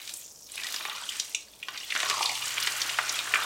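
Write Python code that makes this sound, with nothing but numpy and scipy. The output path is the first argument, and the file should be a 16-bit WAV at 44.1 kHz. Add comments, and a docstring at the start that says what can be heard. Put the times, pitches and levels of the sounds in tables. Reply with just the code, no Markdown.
"""Wet fish into hot oil

A wet fish is dipped tail first into a pan of hot oil, lifted clear, then lowered in. Water flashes
to steam: a sizzle of tiny bursts, single loud pops, a thin squeal and a gurgle of larger bubbles.
The pan and the hob scatter the bursts into a small kitchen; the stove starts to hum."""
import sys
import numpy as np
from scipy import signal
from scipy.io import wavfile

SR = 44100
rng = np.random.default_rng(int(sys.argv[2]) if len(sys.argv) > 2 else 0)


def transcribe(u):
    """Save the signal u as a 16-bit wav file named by the first command-line argument.

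    u: samples, shape (n,) or (channels, n), limited to [-1, 1]; the rate is SR.
    q: integer samples, one column per channel.
    """
    v = np.clip(np.atleast_2d(u).T, -1, 1)
    q = np.round(v * 32767).astype(np.int16)
    wavfile.write(sys.argv[1], SR, q)


N = 152145
TIME = np.arange(N) / SR
CUTOFF_HZ = 15900
EDGES_HZ = 16500 / 2 ** np.arange(9.5, -.1, -.5)
BANDS_HZ = np.sqrt(EDGES_HZ[1:] * EDGES_HZ[:-1])  # half an octave apart

# Sizzle envelope in five registers: time_s, low_db, low_mid_db, high_mid_db, treble_db, top_db
SIZZLE_LEVELS = [(0.0, -61, -45, -45, -50, -50.5), (0.12, -62, -65, -50, -46, -48),
                 (0.24, -72, -66.0, -55, -57, -51.5), (0.32, -67, -74, -71, -52, -61),
                 (0.47, -72, -80, -69, -58.5, -56.5), (0.55, -58, -58, -41, -45.5, -54),
                 (0.72, -53, -51, -41, -42.5, -46), (0.9, -63, -48, -37.5, -53.5, -48),
                 (1.06, -60, -53, -42.5, -43, -59), (1.17, -60.5, -38.5, -42.5, -41.5, -52),
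                 (1.29, -61, -64, -48.5, -44.5, -54), (1.44, -65, -73, -53.5, -56.5, -67),
                 (1.58, -68, -78, -58, -59, -61), (1.74, -54, -44.5, -47.0, -54, -56),
                 (1.86, -59, -58, -41, -44.5, -55), (1.98, -46.5, -33.5, -37.5, -39.0, -51),
                 (2.22, -44.5, -43.5, -33.0, -37.0, -50.5), (2.42, -52, -40, -38, -39.5, -46),
                 (2.6, -49, -31.5, -37.5, -39.5, -44.5), (3.45, -44.5, -39, -38.5, -39.0, -49.0)]


def from_db(db):
    """Decibels to gain."""
    return 10 ** (np.asarray(db) / 20)


def unit_rms(x):
    """Scale to unit rms."""
    return x / np.sqrt(np.mean(x ** 2) + 1e-20)


def decay(t, t60_s):
    """An envelope that falls 60 dB in t60_s."""
    return np.exp(-np.log(1000) * t / t60_s)


def in_time(rows):
    """Breakpoints to one curve per column, sample by sample."""
    time_s, *columns = np.transpose(rows)
    return np.array([np.interp(TIME, time_s, column) for column in columns])


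def at_hz(spectrum, hz):
    """Read a spectrum on a log-frequency axis."""
    points_hz, db = np.transpose(spectrum)
    return np.interp(np.log(hz), np.log(points_hz), db)


def band(x, hz, octaves):
    """Band-pass around a pitch; a click rings in it for a few cycles."""
    edges = np.minimum(hz * 2 ** (np.array([-.5, .5]) * octaves), [.44 * SR, .48 * SR])
    return signal.sosfilt(signal.butter(2, edges, "band", fs=SR, output="sos"), x + 1e-18)


def clicks(per_s, spread_db):
    """Random clicks, many small and a few large."""
    sizes = from_db(spread_db * np.minimum(rng.exponential(1, N), 4.5))
    return (rng.random(N) < per_s / SR) * sizes * rng.choice([-1, 1], N)


def scatter(x, t60_s=.034, spray_db=7):
    """Each click trails a quick spray of reflections around the pan, different for every spot."""
    feedback = from_db(-120 / (t60_s * SR))
    energy = signal.lfilter([1 - feedback], [1, -feedback], x ** 2 + 1e-30)
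    return x + from_db(spray_db) * np.sqrt(energy) * rng.standard_normal(len(x))


def bubbles(births, pitch_hz, cycles):
    """Each click sets off a damped sine that falls 60 dB over the given cycles."""
    out, t = np.zeros(N + SR), TIME[:SR // 20]
    for i in np.flatnonzero(births):
        hz = pitch_hz[i]
        ring = np.sin(2 * np.pi * hz * t) * decay(t, cycles / hz)
        out[i:i + len(t)] += births[i] * np.sqrt(hz) * ring
    return unit_rms(out[:N])


def sizzle(hiss_db=-2.5, burst_octaves=.54):
    """Tiny steam bursts, each at a pitch of its own, over a hiss of countless smaller ones."""
    # Centres of the five registers: pitch_hz
    registers = [900, 1850, 3600, 6900, 12300]
    # Tone colour of the sizzle: pitch_hz, gain_db
    colour = [(200, -57), (360, -10.5), (520, -16.5), (750, -4.5), (1150, -4.5), (1700, -7), (2900, -2),
              (4000, -8.5), (6000, -1.5), (8700, -2), (10800, -21), (14000, -5)]
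    levels_db = in_time(SIZZLE_LEVELS)
    bursts = clicks(per_s=1500, spread_db=4.4)
    burst_pitch = rng.uniform(np.log2(150), np.log2(30000), N)
    out = np.zeros(N)
    for hz in BANDS_HZ[6:]:
        in_band = np.exp(-.5 * ((burst_pitch - np.log2(hz)) / burst_octaves) ** 2)
        grains = unit_rms(scatter(bursts * in_band))
        hiss = from_db(hiss_db) * rng.standard_normal(N)
        crossfade = [np.interp(np.log(hz), np.log(registers), row) for row in np.eye(len(registers))]
        gain = from_db(crossfade @ levels_db + at_hz(colour, hz))
        out += gain * unit_rms(band(grains + hiss, hz, octaves=.73))
    return out


def spits():
    """Sparse, bright ticks of oil spray ride the top of the sizzle."""
    top_db = in_time(SIZZLE_LEVELS)[-1]
    spray = scatter(clicks(per_s=260, spread_db=4.5))
    return from_db(top_db - 2) * unit_rms(band(spray, hz=10600, octaves=.93))


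def blips(centre_hz=3870, spread_octaves=.65):
    """Small bubbles ring briefly at scattered pitches, swelling with the sizzle's high mids."""
    high_mid_db = in_time(SIZZLE_LEVELS)[2]
    hz = np.minimum(centre_hz * 2 ** (spread_octaves * rng.standard_normal(N)), CUTOFF_HZ)
    return from_db(high_mid_db - 3) * bubbles(clicks(per_s=380, spread_db=4), hz, cycles=80)


def room_tone():
    """Quiet kitchen air: a steady bed of noise."""
    # Spectrum of the air: pitch_hz, band_level_db
    air = [(25, -90), (65, -75), (100, -78), (550, -68.5), (1600, -80), (15000, -68.5)]
    return sum(from_db(at_hz(air, hz)) * unit_rms(band(rng.standard_normal(N), hz, octaves=.35))
               for hz in BANDS_HZ)


def pan_ring():
    """The pan's modes dying away after one tap, with unit energy."""
    # Modes of the pan: pitch_hz
    modes = [620, 1061, 1181, 1490, 2420, 2880, 3620, 5690]
    t = TIME[:SR // 2]
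    ring = sum(np.cos(2 * np.pi * hz * t) for hz in modes) * decay(t, t60_s=.073)
    return ring / np.linalg.norm(ring)


def kitchen(x, pan_db=-23.5, room_db=-9, onset_s=.0084):
    """Direct sound, the faint ring of the pan and the small room's tail."""
    t = TIME[:SR // 2]
    tail = rng.standard_normal(len(t)) * decay(t, t60_s=.26) * (1 - np.exp(-t / onset_s))
    tail /= np.linalg.norm(tail)
    response = signal.unit_impulse(len(t)) + from_db(pan_db) * pan_ring() + from_db(room_db) * tail
    return signal.fftconvolve(x, response / np.linalg.norm(response))[:N]


def pops(snap_db=-20, splat_hz=456, pan_db=-20.5):
    """Water drops explode and set the pan ringing: a short note, a faint snap and a wet splat."""
    # Exploding drops: start_s, level_db, pitch_hz, width_octaves
    drops = [(0.0765, -38.5, 3700, 1.7), (0.0939, -37, 3760, 1.85), (0.1385, -34, 7300, 0.9),
             (0.5188, -39, 8600, 0.36), (0.5785, -35, 2640, 1.1), (0.6352, -33.5, 3050, 2),
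             (0.6683, -33.5, 3240, 1.4), (0.7427, -32, 2300, 2.55), (0.7621, -34, 3500, 1.3),
             (0.8085, -36.5, 1720, 2), (0.8525, -31, 1570, 2), (0.8973, -33.5, 3350, 0.55),
             (1.09, -30, 3170, 0.25), (1.198, -24.5, 4450, 1.07), (1.3466, -28, 2690, 0.35),
             (1.347, -32.5, 3670, 0.17), (1.3478, -27, 6500, 0.42), (1.6279, -34, 2700, 0.58),
             (1.6848, -32, 1880, 1.96), (1.7757, -34, 3700, 1.05), (1.8326, -40, 2650, 0.47),
             (1.9039, -30, 2820, 0.9), (1.9225, -27, 2220, 0.67), (1.9511, -29, 1790, 2.3),
             (1.9616, -25, 2080, 1.07), (2.0028, -27.5, 2640, 2.3), (2.0308, -26.5, 1670, 2.1),
             (2.099, -24, 2200, 2.9), (2.1107, -28, 1750, 1.5), (2.209, -28, 960, 0.62),
             (2.2283, -26.5, 2870, 1.55), (2.2585, -23.5, 4000, 0.46), (2.2947, -29.5, 2380, 0.4),
             (2.355, -34, 2940, 0.64), (2.424, -33.5, 3000, 0.62), (2.5809, -27.5, 2500, 0.9),
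             (2.6268, -28, 4050, 0.81), (2.6722, -23, 2370, 2.1), (2.817, -24.5, 4800, 0.73),
             (2.942, -36.5, 2880, 0.31), (2.9872, -20.5, 1560, 1.2), (3.0938, -26, 5000, 0.82),
             (3.19, -27.5, 3200, 0.51), (3.3388, -19, 1910, 0.85), (3.3555, -23.5, 2000, 0.93)]
    snap_filter = signal.butter(1, [splat_hz, 9950], "band", fs=SR, output="sos")
    out = np.zeros(N + SR)
    for start_s, level_db, hz, octaves in drops:
        click = scatter(signal.unit_impulse(SR // 20))
        note = unit_rms(band(click, hz, octaves))
        snap = from_db(snap_db) * unit_rms(signal.sosfilt(snap_filter, click))
        octaves_above_splat = np.log2(hz / splat_hz) - octaves / 2
        splat_db = -7.5 - 13.5 * octaves_above_splat  # deep, wide pops are the wettest
        splat = from_db(splat_db) * unit_rms(band(click, splat_hz, octaves=.65))
        gain = from_db(level_db) * np.sqrt(.009 * SR / len(click))  # the energy of 9 ms at level_db
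        start = int(start_s * SR)
        out[start:start + len(click)] += gain * (note + snap + splat)
    return out[:N] + from_db(pan_db) * signal.fftconvolve(out, pan_ring())[:N]


def squeal():
    """Steam squeezes out from under the tail in a sputtering jet that sinks in pitch."""
    # Glide of the jet: time_s, level_db, pitch_hz
    jet = [(.12, -78, 8930), (.16, -47, 8860), (.25, -43, 6330), (.31, -53, 6230), (.46, -54, 5900),
           (.49, -55, 3225), (.6, -71, 2418)]
    level_db, hz = in_time(jet)
    sputter = scatter(clicks(per_s=200, spread_db=3))
    whistle = signal.hilbert(band(sputter, hz.max(), octaves=.3))
    shift_down = np.exp(2j * np.pi * np.cumsum(hz - hz.max()) / SR)
    return from_db(level_db) * unit_rms(np.real(whistle * shift_down))


def gurgle(spread_octaves=.19, low_cut_hz=500):
    """Larger bubbles ring deeper as more of the fish sinks in."""
    # Bubbling under the fish: time_s, level_db, pitch_hz
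    bubbling = [(.5, -88, 2900), (.58, -43, 2290), (.78, -54.5, 1310), (.87, -47, 1130),
                (1.01, -42.5, 1205), (1.25, -88, 2000), (1.87, -66, 2330), (1.96, -49, 1760),
                (2.11, -33.5, 1120), (2.21, -35.5, 1000), (2.32, -43.5, 880), (2.55, -48.5, 1450),
                (3.32, -42, 1480), (3.35, -31, 1560), (3.45, -32, 1400)]
    level_db, centre_hz = in_time(bubbling)
    hz = centre_hz * 2 ** (spread_octaves * rng.standard_normal(N))
    rings = bubbles(clicks(per_s=360, spread_db=3), hz, cycles=33)
    low_cut = signal.butter(2, low_cut_hz, "high", fs=SR, output="sos")
    return from_db(level_db) * signal.sosfilt(low_cut, rings)


def stove_hum(start_s=1.99, rise_s=.05, pitch_hz=120.6, level_db=-60.5):
    """Mains hum fades in as the stove switches on."""
    fade_in = np.clip((TIME - start_s) / rise_s, 0, 1)
    return from_db(level_db) * fade_in * np.sin(2 * np.pi * pitch_hz * TIME)


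def hollow(x, peak_s=2.28, half_length_s=.14, notch_hz=1570):
    """As the tail folds onto the oil, a notch opens above the gurgle and briefly hollows the sizzle."""
    notched = signal.lfilter(*signal.iirnotch(notch_hz, Q=3.9, fs=SR), x)
    depth = np.exp(-((TIME - peak_s) / half_length_s) ** 2)
    return x + depth * (notched - x)


def scene():
    """The frying pan in the kitchen, over room tone and hum, in mono."""
    frying = hollow(sizzle() + spits() + blips() + pops() + gurgle())
    return (kitchen(frying + squeal()) + room_tone() + stove_hum())[None]


def record(dry):
    """A steep low-pass trims the very top."""
    return signal.sosfilt(signal.ellip(14, .2, 80, CUTOFF_HZ, fs=SR, output="sos"), dry)


dry = scene()
out = record(dry)
transcribe(out)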